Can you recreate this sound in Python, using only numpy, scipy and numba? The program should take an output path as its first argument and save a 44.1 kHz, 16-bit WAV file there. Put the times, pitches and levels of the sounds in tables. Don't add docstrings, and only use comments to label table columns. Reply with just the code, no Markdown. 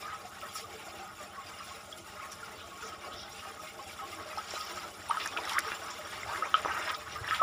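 import sys
import numpy as np
from scipy import signal
from scipy.io import wavfile
from numba import njit

SR = 44100
rng = np.random.default_rng(int(sys.argv[2]) if len(sys.argv) > 2 else 0)


def materialize(psi):
    bounded = np.clip(np.atleast_2d(psi).T, -1, 1)
    quanta = np.round(bounded * 32767).astype(np.int16)
    wavfile.write(sys.argv[1], SR, quanta)


N = 327222
TIME = np.arange(N) / SR
CUTOFF_HZ = 15520

# pitch_hz, level_db
HUM_PARTIALS = [(191.6, -68.5), (199.6, -74), (215.5, -71.5), (299.5, -80.5)]
# pitch_hz, peak_db
EXHAUST_MODES = [(58, -66), (87, -56.5)]
# crest_s, level_db
WIND_GUSTS = [(3.2, -59.5), (6.24, -54), (6.7, -58), (7.16, -52), (7.36, -57)]
# centre_hz, width_hz, gain_db
FURROW_RESONANCES = [(342, 35, 7), (447, 28, 7), (515, 60, -5), (608, 55, 7), (790, 40, 4), (950, 110, -6),
                     (1255, 90, 9), (2610, 120, -3), (2790, 100, 3), (3520, 200, 3), (4300, 450, -4),
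                     (5400, 900, 6), (6300, 500, -6), (7200, 800, 5), (8100, 800, -6), (9700, 1500, 3),
                     (13600, 1800, -7), (15000, 1100, 8)]
# time_s, strength_db
CURRENT_STRENGTH = [(0, -47), (0.3, -51), (1.5, -53.5), (1.9, -57.5), (2.1, -50.5), (2.6, -57.5),
                    (3.0, -49), (3.5, -53), (4.2, -49.5), (4.5, -37.5), (4.95, -49), (5.6, -43.5),
                    (6.8, -45.5), (7.0, -48), (7.42, -77)]
# crest_s, rise_s, fall_s, level_db, bright_db
WATER_SLOSHES = [(0.08, 0.12, 0.059, -45, 0), (0.57, 0.068, 0.047, -54.5, 16),
                 (0.68, 0.032, 0.072, -59.5, -6.5), (0.99, 0.17, 0.18, -54.5, 8.5),
                 (1.21, 0.066, 0.04, -51, 3), (1.49, 0.035, 0.013, -47, 4.5), (1.69, 0.14, 0.11, -49.5, 8),
                 (2.26, 0.057, 0.16, -49, 0), (2.47, 0.021, 0.021, -46.5, 0.5),
                 (2.83, 0.023, 0.024, -50.5, 8.5), (3.08, 0.031, 0.055, -53, -6),
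                 (3.39, 0.041, 0.05, -48, 6.5), (3.66, 0.036, 0.041, -50, 10.5),
                 (3.89, 0.03, 0.056, -63, 20), (4.02, 0.019, 0.033, -48.5, -3.5),
                 (4.12, 0.028, 0.038, -50.5, 11.5), (4.25, 0.062, 0.049, -45, -2),
                 (4.55, 0.022, 0.054, -45, 9.5), (5.21, 0.1, 0.092, -39.5, 4),
                 (5.389, 0.042, 0.01, -44.5, -5.5), (5.505, 0.038, 0.055, -36.5, 3.5),
                 (5.72, 0.065, 0.043, -38, 3), (5.91, 0.019, 0.11, -43, 0), (6.12, 0.055, 0.042, -46, 8),
                 (6.34, 0.074, 0.05, -39, 3), (6.45, 0.011, 0.064, -41, 1), (6.67, 0.084, 0.042, -36.5, -2),
                 (6.78, 0.043, 0.023, -36, 0.5), (6.89, 0.054, 0.042, -36, 0),
                 (7.1, 0.079, 0.13, -41, -0.5), (7.15, 0.019, 0.018, -41.5, 7),
                 (7.34, 0.075, 0.055, -36, 3)]
# calm_db, swing_share, unrest_db, slosh_gain_db, brightness_share
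SIZE_RESPONSES = [(-49, 0.14, 2.03, -9.5, -3.5), (-46, 0.3, 2, 0.5, 0.08), (-52.5, 0.47, 1, -9.5, 1.0369),
                  (-57, 0.28, 1, -19, 1.3045)]
# start_s, length_s, pitch_hz, spread_octaves, level_db
FROTH_SPURTS = [(0.09, .08, 2920, 0.33, -55.5), (0.53, .05, 9500, 0.19, -53),
                (0.55, 0.07, 5360, 0.22, -49.5), (0.77, 0.1, 2650, 0.34, -54.5),
                (0.84, 0.052, 6500, 0.18, -60), (1.2, 0.07, 6940, 0.53, -62),
                (2.2, 0.062, 2200, 0.22, -51.5), (2.305, 0.046, 5670, 0.13, -53.5),
                (2.555, 0.11, 3270, 0.22, -55), (2.81, 0.12, 5640, 0.21, -57),
                (2.92, 0.038, 2880, 0.065, -56.5), (3.025, 0.039, 2790, .05, -54),
                (3.11, 0.053, 3180, 0.15, -50.5), (3.15, .13, 3580, 0.12, -55.5),
                (3.15, .13, 5150, 0.122, -55.5), (3.34, 0.066, 3270, 0.47, -59),
                (3.655, 0.064, 2276, 0.062, -51.5), (4.45, 0.18, 4940, 0.37, -53.5),
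                (4.57, 0.23, 4790, 0.27, -53.5), (5.236, 0.019, 5400, .08, -53),
                (6.448, .025, 6140, 0.075, -51), (6.65, 0.19, 2395, 0.18, -48),
                (6.72, 0.28, 5360, 0.082, -61), (6.8, .13, 2330, 0.38, -45),
                (7.325, 0.052, 10100, 0.42, -58)]
# centre_hz, width_hz, relative_db
HOLLOW_MODES = [(452, 19, -19.5), (607.4, 30, -19), (697, 29, -22), (798.3, 25, -11), (871, 19, -15),
                (1097, 30, -9.5), (1263, 105, -9.5), (1406, 70, -8)]
# start_s, pitch_hz, peak_db, swell_s, octaves_per_s
HOLLOW_GULPS = [(0.01, 1190, -40, 0.06, 0.78), (0.106, 1315, -41, 0.027, -0.76),
                (0.243, 728, -40, 0.011, .5), (0.412, 1305, -39.5, 0.02, -0.6), (0.425, 587, -42, 0.012, 0),
                (0.551, 1260, -36.5, .01, .8), (0.61, 452, -48, 0.02, -0.69),
                (0.637, 1206, -40.5, 0.0095, .8), (0.735, 435, -46, 0.023, 0.14),
                (0.902, 805, -51, .06, 0.2), (0.975, 764, -43, 0.04, 0.36), (1.045, 1250, -46, 0.035, 0),
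                (1.181, 1220, -43, 0.023, -0.94), (1.199, 615, -43.5, 0.014, 0),
                (1.366, 1133, -38.5, 0.022, -1), (1.7, 1090, -43, .016, 0), (2.208, 1088, -44, 0.03, 0.063),
                (2.427, 1408, -36.5, .007, -.7), (2.7, 1110, -47, .04, -.2),
                (2.815, 446.5, -45, .032, 0.58), (3.03, 1106, -41.5, 0.02, 0),
                (3.05, 1235, -46, 0.05, 0.55), (3.445, 1280, -39.5, 0.0093, -.8),
                (3.53, 1107, -49, .016, 0.19), (3.59, 1266, -38.5, 0.01, -.8),
                (3.787, 1070, -38.5, 0.011, .9), (3.86, 781, -43.5, 0.012, 0.23),
                (3.984, 1264, -39.5, .018, 0.9), (4.0, 785, -43, .025, .3),
                (4.021, 1081, -40.5, 0.022, 0.5), (4.123, 1220, -39, 0.0088, .8),
                (4.156, 1095, -46, 0.036, .2), (4.16, 336, -48.5, 0.017, 0),
                (4.241, 603, -45.5, 0.039, 0.52), (4.595, 1268, -36.5, 0.013, -0.13),
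                (5.656, 448, -41, 0.019, -.3), (5.98, 636, -40.5, 0.019, -1.7), (6.38, 374, -44, 0.017, 0)]
# start_s, pitch_hz, relative_db
DROP_IMPACTS = [(0.548, 12000, -30), (4.366, 4200, -36), (4.652, 12000, -37), (5.087, 9170, -35),
                (5.109, 3040, -27.5), (5.114, 8000, -36), (5.171, 3000, -33.5), (5.436, 3680, -31),
                (5.453, 5380, -29), (5.495, 8600, -28), (5.534, 5600, -25), (5.605, 5470, -30),
                (6.565, 5200, -30.5), (6.617, 8600, -35), (7.141, 2000, -34), (7.347, 3180, -25)]
# start_s, relative_db, t60_s, low_hz, high_hz
WATER_SLAPS = [(0.555, -35, 0.3, 2000, 14100), (1.973, -38.5, 0.11, 2000, 12000),
               (2.314, -37, 0.17, 2200, 12000), (4.506, -29.5, 0.025, 2500, 6900),
               (5.196, -26.5, 0.13, 1500, 4300), (5.257, -28, 0.021, 3000, 12000),
               (5.371, -22.5, 0.02, 1220, 3330), (5.493, -24, 0.028, 2300, 4270),
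               (5.588, -21.5, 0.018, 2000, 12800), (5.901, -35, 0.13, 4950, 7400),
               (6.544, -30, 0.3, 1000, 3780), (6.89, -25.5, 0.054, 1000, 4200),
               (6.942, -30, 0.043, 2980, 4940), (7.281, -29.5, 0.23, 2410, 3520),
               (7.339, -28.5, 0.24, 1970, 3870)]
# crest_s, rise_s, crest_pitch_hz, octaves_per_s, level_db
AIR_POCKETS = [(5.115, 0.016, 1162, 13.2, -40), (5.577, 0.008, 1374, 11.7, -36),
               (6.338, 0.048, 1305, 12.4, -38.5), (6.443, .012, 1894, 20.5, -38),
               (6.47, 0.036, 1020, 19, -42)]
# start_s, pitch_hz, peak_db, t60_s, swell_s
NEAR_BUBBLES = [(0.415, 2760, -34.5, 0.0055, .0002), (1.926, 3290, -35, 0.025, .0015),
                (2.823, 1416, -39, 0.045, 0.0036), (3.989, 1330, -36, 0.025, .0003),
                (4.374, 850, -29.5, 0.053, 0.00088), (4.38, 5220, -33, 0.01, .0005),
                (4.382, 1250, -29.5, 0.022, .003), (4.538, 630, -29, 0.0082, 0.0016),
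                (4.563, 1380, -35, .025, .001), (4.611, 4700, -32, .008, .0003),
                (5.094, 9100, -30.5, 0.0061, .001), (5.098, 915, -25.5, 0.087, 0.0013),
                (5.109, 1183, -18, 0.039, 0.0012), (5.146, 990, -30.5, .03, .003),
                (5.171, 1314, -24, 0.018, 0.00035), (5.259, 1720, -24.5, 0.015, 0.00033),
                (5.275, 6030, -24, 0.004, .0005), (5.365, 1390, -26, 0.024, .0003),
                (5.375, 2480, -25.5, 0.011, 0.0011), (5.386, 956, -29, 0.039, .0015),
                (5.518, 893, -32.5, 0.041, .002), (5.566, 1193, -23, 0.069, 0.00044),
                (5.582, 1550, -21.5, 0.018, .0005), (5.584, 1900, -14.5, 0.0069, 0.00037),
                (5.719, 1540, -20, 0.0019, 0.00032), (6.232, 2080, -30.5, 0.021, .0005),
                (6.337, 1250, -27.5, 0.01, .002), (6.360, 1700, -24, 0.0052, 0.0004),
                (6.423, 1240, -21.5, 0.012, .004), (6.542, 1300, -11.5, 0.011, 0.00086),
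                (6.542, 3040, -16.5, 0.0091, 0.00056), (6.649, 1160, -18.5, 0.0047, .00015),
                (6.656, 530, -26.5, 0.018, 0.0015), (6.659, 980, -21, 0.02, .0008),
                (6.706, 1270, -30, .04, .002), (6.773, 1420, -36, 0.037, .003),
                (6.894, 1250, -32, 0.031, .0012), (7.278, 1710, -26.5, 0.02, 0.00057),
                (7.310, 1730, -15.5, 0.0045, 0.0004), (7.32, 1295, -24.5, 0.042, .003),
                (7.394, 1285, -26, 0.07, .008), (7.4145, 1180, -15, 0.058, 0.0035),
                (7.414, 640, -25.5, 0.027, 0.0027)]


def from_db(db):
    return 10 ** (np.asarray(db) / 20)


def rms_one(x):
    return x / np.sqrt(np.mean(x ** 2) + 1e-20)


def band(x, low_hz, high_hz, order=2):
    sections = signal.butter(order, [low_hz, min(high_hz, .48 * SR)], "band", fs=SR, output="sos")
    return signal.sosfilt(sections, x + 1e-18)


def drift(rate_hz):
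    hop, settling = 40, 2000
    pole = np.exp(-2 * np.pi * hop * rate_hz / SR)
    noise = rng.standard_normal(N // hop + settling + 2)
    slow = signal.lfilter([1], [1, -2 * pole, pole * pole], noise)[settling:]
    return np.interp(np.arange(N) / hop, np.arange(len(slow)), rms_one(slow))


def add(out, start_s, sound):
    at = max(round(start_s * SR), 0)
    out[at:at + len(sound)] += sound[:max(N - at, 0)]


def bloom(t, swell_s):
    return (t / swell_s) ** 2 * np.exp(2 - 2 * t / swell_s)


def swell_and_ebb(crest_s, rise_s, fall_s):
    away = (TIME - crest_s) / np.where(TIME < crest_s, rise_s, fall_s)
    return np.exp(-np.minimum(away ** 2, 50))


def hum():
    return sum(np.sqrt(2) * from_db(db) * np.sin(2 * np.pi * hz * TIME) for hz, db in HUM_PARTIALS)


def pump(firings_per_s, uneven_db, jitter_s, swell_s, first_s):
    thuds, t = np.zeros(N), TIME[:SR // 3]
    for start_s in np.arange(0, N / SR, 1 / firings_per_s):
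        modes = sum(from_db(db + uneven_db * rng.normal()) * np.sin(2 * np.pi * (hz * t + rng.random()))
                    for hz, db in EXHAUST_MODES)
        add(thuds, start_s + first_s + jitter_s * rng.normal(), modes * bloom(t, swell_s))
    return thuds


def wind(breeze_db, rumble_db, rise_s, fall_s):
    gust_power = sum(from_db(db) ** 2 * swell_and_ebb(s, rise_s, fall_s) for s, db in WIND_GUSTS)
    buffeting = rms_one(band(rng.standard_normal(N), 60, 130, order=3))
    rumble = rms_one(band(rng.standard_normal(N), 70, 250))
    return np.sqrt(from_db(breeze_db) ** 2 + gust_power) * buffeting + from_db(rumble_db) * rumble


def bump(start_s, pitch_hz, peak_db, swell_s):
    t = np.maximum(TIME - start_s, 0)
    return from_db(peak_db) * bloom(t, swell_s) * np.sin(2 * np.pi * pitch_hz * t)


def furrow_colour(x):
    sections = []
    for hz, width_hz, db in FURROW_RESONANCES:
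        half_width, gain = np.pi * width_hz / SR, from_db(db / 2)
        tuning = -2 * np.cos(2 * np.pi * hz / SR)
        numerator = [1 + half_width * gain, tuning, 1 - half_width * gain]
        denominator = [1 + half_width / gain, tuning, 1 - half_width / gain]
        sections.append(np.array(numerator + denominator) / denominator[0])
    return signal.sosfilt(sections, x + 1e-18)


def bank_echo(x, t60_s, wet_db, low_hz, high_hz):
    t = TIME[:SR // 4]
    echo = band(rng.standard_normal(len(t)), low_hz, high_hz) * from_db(-60 * t / t60_s) * (t > .004)
    echo *= np.sqrt(2 * (high_hz - low_hz) / SR / np.sum(echo ** 2))
    return x + from_db(wet_db) * signal.fftconvolve(x, echo)[:N]


def stirring(eddy_db, eddy_hz, lumpy_db, lumpy_hz):
    current_db = np.interp(TIME, *np.transpose(CURRENT_STRENGTH))
    swing_db = current_db - current_db.mean()
    eddies_db = eddy_db * drift(eddy_hz)
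    sloshes = [(swell_and_ebb(s, rise_s, fall_s), db, bright_db)
               for s, rise_s, fall_s, db, bright_db in WATER_SLOSHES]
    levels_db = []
    for calm_db, swing_share, unrest_db, slosh_db, bright_share in SIZE_RESPONSES:
        flowing = from_db(calm_db + swing_share * swing_db + eddies_db + unrest_db * drift(eddy_hz)) ** 2
        churned = sum(hump * from_db(db + slosh_db + bright_share * bright_db) ** 2
                      for hump, db, bright_db in sloshes)
        lumps = from_db(lumpy_db * drift(lumpy_hz)) ** 2
        levels_db.append(10 * np.log10(flowing + churned * lumps))
    return levels_db


@njit
def ring_bubbles(starts, pitches_hz, amplitudes, t60s_s, swell_cycles, glide):
    out = np.zeros(N)
    for k in range(len(starts)):
        length, step = int(t60s_s[k] * SR), pitches_hz[k] / SR
        amplitude, onset_gap = amplitudes[k], 1.
        decay, gap_decay = 1000. 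** (-1 / length), np.exp(-step / swell_cycles)
        for i in range(min(length, N - starts[k])):
            phase = 2 * np.pi * step * i * (1 + glide * i / length / 2)
            out[starts[k] + i] += amplitude * (1 - onset_gap) * np.sin(phase)
            amplitude *= decay
            onset_gap *= gap_decay
    return out


def bubbles(level_db, low_hz, high_hz, per_s, cycles, spread_db, tilt_db, glide, swell_cycles):
    when, place, strength, life, sign = rng.random((int(per_s * N / SR), 5)).T
    starts = (when * N).astype(np.int64)
    pitches_hz = low_hz * (high_hz / low_hz) ** place
    t60s_s = cycles * 2 ** (2 * life - 1) / pitches_hz
    excess_db = spread_db * np.minimum(-np.log(1 - strength), 3.5)
    amplitudes = np.sign(sign - .5) * from_db(excess_db + tilt_db * place)
    mean_power = np.sum(amplitudes ** 2 * t60s_s) / (4 * np.log(1000)) * SR / N
    amplitudes *= from_db(level_db[starts]) / np.sqrt(mean_power)
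    return ring_bubbles(starts, pitches_hz, amplitudes, t60s_s, swell_cycles, glide)


def bubble_cloud(stir_db, low_hz, high_hz, per_s, cycles, near_db, wash_db, tilt_db, clump_db,
                 swell_cycles):
    level_db = stir_db + clump_db * drift(18)
    crowding_db = 0.052 * np.maximum(stir_db - np.median(stir_db), 0)
    near = bubbles(level_db - crowding_db, low_hz, high_hz, per_s, cycles,
                   spread_db=3.5, tilt_db=tilt_db, glide=.04, swell_cycles=swell_cycles)
    wash = bubbles(level_db, low_hz, high_hz, per_s=high_hz * .7, cycles=23.2,
                   spread_db=0.3, tilt_db=tilt_db, glide=.04, swell_cycles=0.31)
    return band(from_db(near_db) * near + from_db(wash_db) * wash, low_hz * 0.68, high_hz * 1.52)


def froth(spurts, cycles, per_s=2500):
    crowds = []
    for start_s, length_s, hz, octaves, db in spurts:
        count = min(int(per_s * length_s) + 1, 600)
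        even, skewed, strength, sign = rng.random((count, 4)).T
        births_s = start_s + length_s * (even + skewed ** 2) / 2
        pitches_hz = np.minimum(hz * 2 ** (octaves * rng.standard_normal(count)), CUTOFF_HZ)
        power = per_s * cycles / pitches_hz / (4 * np.log(1000))
        amplitudes = from_db(db) * np.sign(sign - .5) * np.log(1 - strength) / np.sqrt(2 * power)
        crowds.append([births_s, pitches_hz, amplitudes])
    births_s, pitches_hz, amplitudes = np.hstack(crowds)
    starts = (births_s * SR).astype(np.int64)
    return ring_bubbles(starts, pitches_hz, amplitudes, cycles / pitches_hz, swell_cycles=1., glide=.04)


def sparkle(spray_db, spurts_per_s, spurt_db, drops_per_s, drops_db):
    spurts = [(when * N / SR, .04, 4000 * 2.8 ** place, .3,
               spray_db[int(when * N)] + spurt_db + 6 * strength)
              for when, place, strength in rng.random((int(spurts_per_s * N / SR), 3))]
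    drops = bubbles(spray_db + drops_db, 5000, 11500, drops_per_s, cycles=170,
                    spread_db=2.5, tilt_db=-1, glide=0.07, swell_cycles=2)
    return froth(spurts, cycles=220) + drops


def gurgle(babble_db, per_s, cycles, ceiling_db):
    level_db = np.minimum(babble_db, ceiling_db)
    return sum(bubbles(level_db + db, hz - width_hz / 2, hz + width_hz / 2, per_s, cycles,
                       spread_db=2.5, tilt_db=5, glide=-0.0038, swell_cycles=5)
               for hz, width_hz, db in HOLLOW_MODES)


def hollow_notes(wobble_rad, wobble_hz):
    out, t = np.zeros(N), TIME[:SR // 3]
    wobble = wobble_rad * drift(wobble_hz)
    for start_s, hz, db, swell_s, octaves_per_s in HOLLOW_GULPS:
        pitch_hz = hz * 2 ** (octaves_per_s * t)
        phase = 2 * np.pi * np.cumsum(pitch_hz) / SR + np.interp(start_s + t, TIME, wobble)
        add(out, start_s, from_db(db) * bloom(t, swell_s) * np.sin(phase))
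    return out


def stream():
    gulps_db, babble_db, fizz_db, spray_db = stirring(eddy_db=1.6, eddy_hz=11.5,
                                                      lumpy_db=2.5, lumpy_hz=27)
    calm = np.clip((-35.5 - babble_db) / 8, 0, 1)
    gulps = bubble_cloud(gulps_db - 1.2 * calm, 249.4, 834, per_s=220, cycles=63,
                         near_db=-7.5, wash_db=-7.5, tilt_db=18, clump_db=-0.56, swell_cycles=2)
    babble = bubble_cloud(babble_db - 4.27 * calm, 870.2, 2044, per_s=300, cycles=79,
                          near_db=-3, wash_db=-4.5, tilt_db=1.5, clump_db=1.47, swell_cycles=4.4)
    fizz = bubble_cloud(fizz_db, 2050, 6100, per_s=420, cycles=150,
                        near_db=-4, wash_db=-3.5, tilt_db=-2.5, clump_db=1, swell_cycles=4.9)
    spray = bubble_cloud(spray_db, 6100, 15800, per_s=520, cycles=170,
                         near_db=-3.5, wash_db=-4, tilt_db=-2, clump_db=0.5, swell_cycles=7.2)
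    foam = froth(FROTH_SPURTS, cycles=150)
    foam += sparkle(spray_db, spurts_per_s=12, spurt_db=-11.5, drops_per_s=60, drops_db=-14)
    surface = furrow_colour(gulps + babble + fizz + spray + foam)
    open_water = bank_echo(surface, t60_s=0.087, wet_db=-9, low_hz=1670, high_hz=10200)
    hollow = gurgle(babble_db, per_s=130, cycles=142, ceiling_db=-49.5)
    hollow += hollow_notes(wobble_rad=0.67, wobble_hz=32)
    return open_water + hollow


def drips(tick_t60_s, ring_t60_s, ring_db, gain_db):
    out, t = np.zeros(N), TIME[:SR // 20]
    for start_s, hz, db in DROP_IMPACTS:
        tick = band(rng.standard_normal(len(t)) * from_db(-60 * t / tick_t60_s), hz * 0.58, hz * 1.45)
        ring = from_db(ring_db - 60 * t / ring_t60_s) * np.sin(2 * np.pi * hz * t)
        add(out, start_s, from_db(db + gain_db) * (tick + ring) / np.abs(tick + ring).max())
    return out


def slaps(swell_s, gain_db):
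    out, t = np.zeros(N), TIME[:SR // 4]
    for start_s, db, t60_s, low_hz, high_hz in WATER_SLAPS:
        envelope = (1 - np.exp(-t / swell_s)) * from_db(-60 * t / t60_s)
        burst = furrow_colour(band(envelope * rng.standard_normal(len(t)), low_hz, high_hz, order=3))
        add(out, start_s, from_db(db + gain_db) * burst / np.abs(burst).max())
    return out


def glugs(fall_s, waver_hz):
    out = np.zeros(N)
    for crest_s, rise_s, hz, octaves_per_s, db in AIR_POCKETS:
        pitch_hz = hz * 2 ** np.clip(octaves_per_s * (TIME - crest_s), -2, 1)
        phase = 2 * np.pi * np.cumsum(pitch_hz) / SR
        ring = drift(waver_hz) * np.sin(phase) + drift(waver_hz) * np.cos(phase)
        out += from_db(db) * np.sqrt(swell_and_ebb(crest_s, rise_s, fall_s)) * ring
    return out


def plops(glide):
    out, t = np.zeros(N), TIME[:SR // 5]
    for start_s, hz, db, t60_s, swell_s in NEAR_BUBBLES:
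        pitch_hz = hz * (1 + glide * np.minimum(t / t60_s, 1))
        envelope = (1 - np.exp(-t / swell_s)) * from_db(-60 * t / t60_s)
        ring = furrow_colour(envelope * np.sin(2 * np.pi * np.cumsum(pitch_hz) / SR))
        add(out, start_s, from_db(db) * ring / np.abs(ring).max())
    return out


def scene():
    splashes = plops(glide=0.076) + slaps(swell_s=0.0031, gain_db=-1.5)
    splashes += glugs(fall_s=0.012, waver_hz=160)
    splashes += drips(tick_t60_s=.009, ring_t60_s=0.013, ring_db=-4, gain_db=-1)
    splashes = bank_echo(splashes, t60_s=0.1, wet_db=-9, low_hz=300, high_hz=5530)
    background = pump(firings_per_s=12.455, uneven_db=2.5, jitter_s=0.0019, swell_s=0.018, first_s=0.0014)
    background += hum() + wind(breeze_db=-70.5, rumble_db=-64, rise_s=0.079, fall_s=0.082)
    background += bump(start_s=7.207, pitch_hz=92, peak_db=-38, swell_s=0.011)
    return (background + stream() + splashes)[None]


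def record(dry):
    return signal.sosfilt(signal.ellip(12, .2, 80, CUTOFF_HZ, fs=SR, output="sos"), dry)


dry = scene()
out = record(dry)
materialize(out)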